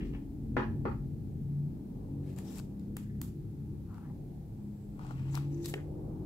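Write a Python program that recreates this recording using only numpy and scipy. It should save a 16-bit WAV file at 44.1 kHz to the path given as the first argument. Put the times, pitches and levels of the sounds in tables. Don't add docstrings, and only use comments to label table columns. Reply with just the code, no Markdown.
import sys
import numpy as np
from scipy import signal
from scipy.fft import rfft, irfft, next_fast_len
from scipy.io import wavfile
from scipy.ndimage import uniform_filter1d

SR = 44100
rng = np.random.default_rng(int(sys.argv[2]) if len(sys.argv) > 2 else 0)


def persist_wave(psi):
    counts = np.round(np.clip(psi, -1, 1) * 32767).astype(np.int16)
    wavfile.write(sys.argv[1], SR, np.atleast_2d(counts).T)


N = 275713
TIME = np.arange(N) / SR
BANDS_HZ = 22 * 2 ** np.arange(0, 9.6, .5)

# (frequency [Hz], level [dB])
CRACKLE_TONE = [(5800, -2.5), (6800, 2.5), (7700, 7.5), (8800, -0.5), (9800, -3.5), (11000, -26)]
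FIZZ_TONE = [(8800, -25.5), (10000, 1), (11000, 0), (12600, 5.5), (14000, -4.5), (15500, -2)]
FILM_TONE = [(2800, -14.5), (3400, -3), (4000, 3), (4400, -0.5), (5400, -2), (6200, -3), (7200, -34)]
POCKET_TONE = [(1400, -28), (1700, -6.5), (2100, -10), (2700, -9), (3300, -14), (4200, -54)]
SHEET_TONE = [(500, -25), (800, 10), (1050, 2.5), (1400, 2.5), (2100, -30)]
PAGE_PARTS = (CRACKLE_TONE, FIZZ_TONE, FILM_TONE, POCKET_TONE, SHEET_TONE)
# (time [s], level [dB])
FIZZ_OVER_CRACKLE = [(0, -13), (2.3, 0), (2.6, -2), (2.97, 4.5), (3.21, 7.5), (5, -18), (5.345, 1.5),
                     (5.38, 3), (5.64, -2), (5.7, 4), (5.74, -1)]
# (time [s], crackle [dB], film [dB], pockets [dB], sheet [dB], share sent to room [dB])
PAGE_SNAPS = [(0.148, -75, -75, -44.5, -47, -12), (2.362, -51, -62, -68, -70, -11),
              (2.386, -39, -52, -50, -47, -6), (2.529, -55, -54, -61, -67, -15),
              (2.556, -45, -47, -60, -62, -15), (2.583, -39, -51, -56, -56, -24),
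              (2.5907, -43, -39, -52, -55, -33), (2.597, -42, -41, -61, -42, -22),
              (2.795, -57, -53.5, -83, -77, -4), (2.967, -33, -49, -41, -40, -9),
              (3.2147, -31.5, -46, -69, -42, -6.5), (3.45, -74, -73, -66, -55, -13),
              (3.943, -60, -57, -63, -56, -1), (3.98, -65, -75, -63, -42.5, -22),
              (4.9922, -65, -56, -57, -37.5, -2), (5.047, -62, -63, -57, -40, -17),
              (5.066, -51, -55, -54, -60, -2), (5.108, -55, -56, -53, -34, -18),
              (5.3449, -47, -59, -64, -34.5, -5), (5.3525, -36, -29.5, -44, -59, -20),
              (5.3737, -58, -46, -43, -29, -15), (5.658, -30, -25.5, -58, -75, -26),
              (5.739, -40.5, -31.5, -25.5, -31, -18)]
# (time [s], level [dB], pitch [Hz], time to fade 60 dB [s])
PAGE_LANDING = [(5.738, -30, 408, 0.032)]
# (loud from [s], swell [s], hold [s], crackle [dB], film [dB], pockets [dB], sheet [dB])
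PAGE_SLIDES = [(0.0, .01, 0.042, -91, -77, -58, -66), (0.05, 0.027, 0.041, -77, -73.5, -74, -72),
               (0.14, .03, 0.029, -89, -79, -64, -63), (2.28, 0.1, 0.052, -77, -78, -76, -88),
               (2.382, 0.04, 0.0081, -62.5, -69, -66, -62.5), (2.465, 0.089, 0.061, -69.5, -76, -80, -71),
               (2.582, 0.076, 0.0047, -56.5, -64, -66, -63), (3.91, 0.054, 0.056, -90, -89, -83, -63.5),
               (4.0, 0.026, 0.085, -96, -92, -83, -68), (5.02, 0.081, 0.1, -77, -73.5, -73, -59.5),
               (5.17, 0.096, 0.13, -80, -77.5, -69.5, -68), (5.352, 0.047, 0.024, -61.5, -59.5, -60.5, -57),
               (5.401, 0.056, 0.055, -89, -79, -76, -71), (5.54, 0.15, 0.091, -79, -79, -76, -78),
               (5.646, 0.016, 0.012, -56, -55, -67, -82), (5.689, 0.034, 0.0062, -53, -66, -67, -89)]
# (loud from [s], swell [s], hold [s], first pitch [Hz], last pitch [Hz], band width [Hz], level [dB])
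EDGE_DRAGS = [(2.459, 0.033, 0.13, 5500, 5400, 900, -68.5), (2.475, .02, .03, 3370, 3370, 900, -74),
              (3.044, .03, .15, 1850, 1850, 401.3, -78), (3.907, 0.038, 0.13, 1104, 1465, 450, -69),
              (4.061, .03, 0.058, 829, 896, 250, -68), (4.051, .03, 0.044, 1490, 1690, 700, -75),
              (5.311, .03, .03, 7370, 6800, 1500, -67), (5.536, 0.045, 0.043, 6260, 6100, 1400, -74),
              (5.613, 0.027, 0.032, 6300, 6400, 1800, -67.5), (5.751, .01, 0.044, 1406, 1785, 700, -59.5)]
# (time [s], left louder by [dB], left later by [ms])
PAGE_PATH = [(0, 5, 0.14), (.3, 4.5, 0.13), (2.2, 13, -0.0043), (3.2, 1, 0.21), (4.1, 6, 0.064),
             (5, 7.5, -0.29), (5.5, 11, -0.14), (6.25, -19, -0.15)]

# (time [s], level [dB], left louder by [dB], brightness [dB per octave])
KNOCK_BLOWS = [(0.566, -26.5, 0.5, -2), (0.852, -33.5, 3.5, -6)]
# (frequency [Hz], level [dB], time to fade 60 dB [s])
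WOOD_NOTES = [(266, -7, .18), (360.7, -7.5, 0.33), (469, 0, 0.079), (550, -16, 0.2), (830, -8, 0.27),
              (948, -16, .15), (1105, -11, 0.17), (1236, -11, 0.19), (1310, -20, .1), (1434, -3, 0.09),
              (1778, -7, 0.079), (2003, -12.5, 0.097), (2265, -19, .1)]
# (frequency [Hz], level [dB])
CRACK_TONE = [(130, -11), (240, 5.5), (460, 3), (640, -5), (820, 1.5), (1050, -1.5), (1400, -1),
              (1900, -8.5), (2300, -14.5), (2750, -18), (3400, -23.5), (4300, -27.5), (6000, -39),
              (9000, -51.5)]
# (frequency [Hz], level [dB])
WALL_ECHO_TONE = [(1500, 4), (3500, 3.5)]
# (frequency [Hz], time to fade 60 dB [s])
ROOM_FADE = [(250, 0.23), (1000, 0.27), (3000, 0.31), (8000, 0.29), (14000, 0.21)]

# (time [s], firing rate [Hz], level [dB], brightness [dB per octave])
ENGINE_PASSES = [
    [(0.0, 45.85, -50, 2.5), (0.19, 46.58, -61, 15), (0.466, 44.82, -47.5, 3.5), (0.74, 45.08, -43, -0.5),
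     (1.15, 45.91, -50.5, 0.5), (1.4, 45.7, -51, -9)],
    [(1.1, 26.65, -60, -5), (1.67, 28.93, -40.5, 4), (1.84, 29.25, -58, 18.5), (2.25, 31.22, -46, -1),
     (2.48, 31.98, -50.5, 7.5), (2.95, 34.09, -47, 2), (3.3, 35.48, -45, -3.5), (3.55, 35.73, -54, -3.5),
     (3.7, 35.4, -47, -3.5), (3.95, 35.62, -61, 4), (4.1, 35.44, -48, -2.5), (4.98, 33.71, -61, 10.5),
     (5.3, 33.52, -53, -4.5)],
    [(1.95, 45.72, -53.5, 9.5), (2.19, 46.5, -39, -4.5), (2.55, 46.74, -70.5, 14.5)],
    [(4.9, 42.56, -47, 1.5), (5.144, 43.18, -45, -5.5), (5.406, 47.12, -44.5, -5.5), (5.6, 48.21, -43, 3.5),
     (5.67, 48.64, -53.5, 11.5), (5.75, 48.86, -43.5, -0.5), (5.88, 49.64, -50.5, 1), (5.98, 50.75, -52, 8),
     (6.148, 52.9, -47, 1.5), (6.25, 52.7, -56, 12.5)],
]
# (level [dB], ...)
ENGINE_OVERTONES = [(1.5, -6.5, -21.5, 2.5, -2, -21.5, -32.5),
                    (-1.5, 3.5, -5.5, -1, 0, -7.5, -11.5, -14.5, -14.5),
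                    (-19, -7.5, -11, -14, -5.5, -9, -12), (-9.5, 0, -17, -49, -7.5, -7.5, -14.5)]
# (frequency [Hz], gain [dB])
THROUGH_WALLS = [(60, -11), (120, -3.5), (140, 9.5), (160, -3.5), (250, -2), (350, -0.5), (500, -29.5)]
# (time [s], pitch [Hz], level [dB])
DEEP_TONE = [(0.0, 40.5, -47.5), (0.5, 40.8, -51), (1.03, 38.45, -52), (2.1, 33.91, -58)]
# (time [s], level [dB])
TRAFFIC_LEVEL = [(0.0, -37.5), (0.29, -41), (0.73, -35.5), (1.0, -39.5), (2.12, -44.5), (3.24, -43.5),
                 (4.74, -45), (6.25, -40.5)]
# (frequency [Hz], level [dB])
TRAFFIC_TONE = [(13, -31), (25, -13), (36, -3), (71, -5.5), (120, -2), (190, -5.5), (290, -11.5),
                (334, -13), (609, -34), (808, -33.5), (1090, -46.5), (1500, -56), (1950, -82)]
# (frequency [Hz], likeness [0 to 1])
EAR_LIKENESS = [(40, 1), (130, 0.87), (300, 0.97), (640, 0.05), (1200, 0)]
# (time [s], boost [dB])
MIDRANGE_SWELL = [(0, 1), (1.2, -2), (2.2, 7.5), (3.4, 0.5), (5, 5), (5.6, 8), (6.25, 8.5)]
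# (frequency [Hz], level [dB])
HISS_TONE = [(760, -41), (1300, -3.5), (1890, -4.5), (2580, -6.5), (2860, -8.5), (4240, -8), (5970, -10.5),
             (9000, -10), (14900, -7), (15500, -11)]
# (frequency [Hz], level [dB])
THIN_HISS_TONE = [(6900, -24), (7550, -2), (7850, -2), (8500, -24)]
# (time [s], level [dB])
THIN_HISS_LEVEL = [(0, -89), (.5, -101.5), (4.4, -104), (4.7, -83), (5.8, -83), (6.0, -100)]


def snaps(fade_s=0.011, bounce_s=0.00045, bounce_db=-14):
    t = np.arange(4096) / SR
    high = np.zeros((2, N + len(t)))
    low, to_room = np.zeros((2, N + len(t)))
    click = 1. * (np.arange(len(t)) == 200)
    pulses = [colour(click, tone) / np.sqrt(len(t)) for tone in PAGE_PARTS]
    attack = 1 - np.exp(-8 * t / fade_s)
    part_fades_s = fade_s * np.array([1.06, 0.79, 0.71, 1.55, 1.38])
    for start, *parts_db, room_db in PAGE_SNAPS:
        at = slice(int(start * SR), int(start * SR) + len(t))
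        noise = rng.standard_normal((5, 2, len(t)))
        noise[:, 1] += 0.8 * noise[:, 0]
        bursts = []
        for part, db in enumerate(with_fizz(start, *parts_db)):
            shape = undb(db - 60 * t / part_fades_s[part]) * attack
            energy = np.sum(shape ** 2)
            burst = shape * colour(noise[part], PAGE_PARTS[part])
            burst += undb(bounce_db) * np.roll(burst, int(bounce_s * SR), axis=1)
            bursts.append(burst * np.sqrt(energy / np.sum(burst ** 2, axis=1, keepdims=True)))
            to_room[at] += undb(room_db) * np.sqrt(energy) * pulses[part]
        high[:, at] += sum(bursts[:3])
        low[at] += bursts[3][0] + bursts[4][0]
    thump = landing_thump()
    return place(low[:N] + thump, high[:, :N]), to_room[:N] + thump


def landing_thump():
    start, db, hz, fade_s = PAGE_LANDING[0]
    age = np.maximum(TIME - start, 0)
    return undb(db - 60 * age / fade_s) * np.sin(2 * np.pi * hz * age)


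def rustle(slips_per_s=450, settle_s=0.0058):
    size = next_fast_len(N)
    slips = (rng.random(size) < slips_per_s / SR) * undb(3.5 * rng.exponential(size=size))
    push = 0.08 + signal.lfilter([1], [1, -np.exp(-1 / (settle_s * SR))], slips)
    gains = 0
    for start, swell_s, hold_s, *parts_db in PAGE_SLIDES:
        gains += undb(with_fizz(start, *parts_db))[:, None] * stroke(start, swell_s, hold_s)
    parts = []
    for gain, tone in zip(gains, PAGE_PARTS):
        friction = np.sqrt(push) * rng.standard_normal((2, size))
        parts.append(gain * colour(friction, tone)[:, :N])
    return place(parts[3][0] + parts[4][0], sum(parts[:3])), undb(-6) * sum(parts)[0]


def scrapes():
    low, high = 0, 0
    for start, swell_s, hold_s, first_hz, last_hz, width_hz, db in EDGE_DRAGS:
        hz = np.interp(TIME, [start, start + hold_s], [first_hz, last_hz])
        lowpass = signal.butter(2, width_hz / 2, fs=SR, output="sos")
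        real, imag = signal.sosfilt(lowpass, rng.standard_normal((2, 2, N)))
        band = ((real + 1j * imag) * np.exp(2j * np.pi * np.cumsum(hz) / SR)).real
        band = band / band.std() * undb(db + 4.5 * wander(120)) * stroke(start, swell_s, hold_s)
        if first_hz < 3000:
            low += band[0]
        else:
            high += band
    return place(low, high), undb(-11) * (low + high[0])


def knocks(push_s=0.0018, crack_fade_s=0.051, ring_to_room=0.12):
    t = np.arange(SR // 2) / SR
    direct, to_room = np.zeros((2, N + SR)), np.zeros(N + SR)
    contact = np.sin(np.pi / 2 * np.minimum(t / push_s, 1)) ** 2
    for start, db, pan_db, tilt_db in KNOCK_BLOWS:
        ring = 0
        for hz, note_db, fade_s in WOOD_NOTES:
            struck_db = note_db + tilt_db * np.log2(hz / 800) + 0.5 * rng.standard_normal()
            ring += undb(struck_db - 60 * t / fade_s) * np.sin(2 * np.pi * hz * t)
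        tone = [(hz, level + 0.4 * tilt_db * np.log2(min(hz, 2000) / 800)) for hz, level in CRACK_TONE]
        crack = colour(rng.standard_normal((2, len(t))), tone) * undb(3.5 - 60 * t / crack_fade_s)
        crack = crack + 0.033 * crack[::-1]
        at = slice(int(start * SR), int(start * SR) + len(t))
        direct[:, at] += pan(undb(db) * contact * (ring + crack), pan_db)
        off_walls = colour(contact * (ring_to_room * ring + crack[0]), WALL_ECHO_TONE)
        to_room[at] += undb(db + 4) * off_walls * np.std(contact * crack[0])
    return direct[:, :N], to_room[:N]


def room(sound, build_s=0.0058, late_wall_s=0.057, late_wall_db=-10):
    t = np.arange(SR // 2) / SR
    noise = rng.standard_normal((2, len(t)))
    tail = sum(colour(noise, [(1, 0)], hz) * undb(-60 * t / look_up(ROOM_FADE, hz))
               for hz in BANDS_HZ[6:])
    late_wall = (t > late_wall_s) * (t < late_wall_s + .02)
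    tail *= (1 - np.exp(-t / build_s)) * (1 + undb(late_wall_db) * late_wall)
    tail /= np.sqrt(np.sum(tail ** 2) / 2)
    return signal.fftconvolve(sound[None], tail, axes=1)[:, :N]


def engines(boom_hz=140):
    out = 0
    for engine, overtones in zip(ENGINE_PASSES, ENGINE_OVERTONES):
        firing_hz, db, tilt_db = curves(engine)
        running = fade_in_out(engine, fade_s=0.18)
        phase = 2 * np.pi * np.cumsum(firing_hz * (1 + 0.002916 * wander(12))) / SR
        for k, overtone_db in enumerate(overtones, 2):
            hz = k * firing_hz
            waver_db = (wander(3.09) + 2.5 * wander(9)) * np.sqrt(k / 4)
            ear_shift = 0.23 * rng.standard_normal() * np.array([[.5], [-.5]])
            tone = np.sqrt(2) * np.sin(k * phase + k * k + ear_shift)
            outdoor_db = db + overtone_db + tilt_db * np.log2(hz / boom_hz) + waver_db
            out += running * undb(outdoor_db + look_up(THROUGH_WALLS, hz)) * tone
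    return pan(out, 1.4)


def drone():
    hz, db = curves(DEEP_TONE)
    tone = np.sqrt(2) * np.sin(2 * np.pi * np.cumsum(hz) / SR)
    return pan(fade_in_out(DEEP_TONE, fade_s=.01) * undb(db) * tone, 1.4)


def traffic():
    (db,), (swell_db,) = curves(TRAFFIC_LEVEL), curves(MIDRANGE_SWELL)
    noise = rng.standard_normal((2, next_fast_len(N)))
    tone = [(1, -90), *TRAFFIC_TONE, (3000, -110)]
    out = 0
    for hz in BANDS_HZ[:14]:
        shared, apart = colour(noise, tone, hz)[:, :N]
        likeness = look_up(EAR_LIKENESS, hz)
        band = np.sqrt(1 + likeness) * shared + np.sqrt(1 - likeness) * np.array([apart, -apart])
        flicker_db = 2.2 * wander(6)
        out += undb(flicker_db + swell_db * (hz > 450)) * band
    return pan(out / np.sqrt(np.mean(out ** 2)) * undb(db), 1.4)


def hiss(steady_db=-75.5):
    noise = rng.standard_normal((4, next_fast_len(N)))
    shared, apart = colour(noise[:2], HISS_TONE)[:, :N]
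    steady = undb(steady_db) * np.array([shared + apart, shared - apart])
    thin_db, = curves(THIN_HISS_LEVEL)
    return steady + undb(thin_db) * colour(noise[2:], THIN_HISS_TONE)[:, :N]


def place(low, high, treble_follow=0.74):
    pan_db, lag_ms = curves(PAGE_PATH)
    low_pair = np.array([np.interp(TIME - side * lag_ms / 2000, TIME, low) for side in (1, -1)])
    return pan(low_pair, pan_db) + pan(high + 0.02 * high[::-1], treble_follow * pan_db)


def with_fizz(time_s, crackle_db, *rest_db):
    fizz_db = crackle_db + np.interp(time_s, *np.transpose(FIZZ_OVER_CRACKLE))
    return (crackle_db, fizz_db, *rest_db)


def stroke(loud_from, swell_s, hold_s, fall_s=0.029):
    before = np.maximum(loud_from - TIME, 0) / swell_s
    after = np.maximum(TIME - loud_from - hold_s, 0) / fall_s
    return undb(-20 * (before + after))


def undb(db):
    return 10 ** (np.asarray(db) / 20)


def look_up(table, hz):
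    points_hz, values = np.transpose(table)
    return np.interp(np.log(np.maximum(hz, 1)), np.log(points_hz), values)


def curves(table):
    times, *columns = np.transpose(table)
    return [np.interp(TIME, times, column) for column in columns]


def fade_in_out(table, fade_s):
    start, end = table[0][0], table[-1][0]
    return np.clip(np.minimum(TIME - start + (start == 0), end - TIME + fade_s) / fade_s, 0, 1)


def colour(sound, tone, band_hz=None):
    size = sound.shape[-1]
    hz = np.arange(size // 2 + 1) * SR / size
    spectrum = rfft(sound) * undb(look_up(tone, hz))
    if band_hz:
        octaves_away = np.log2(np.maximum(hz, 1) / band_hz)
        return irfft(spectrum * np.cos(np.pi * np.clip(octaves_away, -.5, .5)), size)
    shaped = irfft(spectrum, size)
    return shaped / np.sqrt(np.mean(shaped ** 2, axis=-1, keepdims=True))


def wander(steps_per_s):
    hold = int(SR / steps_per_s)
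    steps = np.repeat(rng.standard_normal(N // hold + 1), hold)
    return 1.3 * uniform_filter1d(uniform_filter1d(steps, hold), hold)[:N]


def pan(sound, pan_db):
    return sound * undb(np.vstack([pan_db, -pan_db]) / 2)


def scene():
    direct, to_room = zip(knocks(), snaps(), rustle(), scrapes())
    return sum(direct) + room(sum(to_room)) + engines() + drone() + traffic() + hiss()


def record(dry, lowest_hz=35, highest_hz=15650):
    dry = signal.sosfilt(signal.butter(5, lowest_hz, "high", fs=SR, output="sos"), dry)
    return signal.sosfilt(signal.ellip(10, .2, 70, highest_hz, fs=SR, output="sos"), dry)


dry = scene()
out = record(dry)
persist_wave(out)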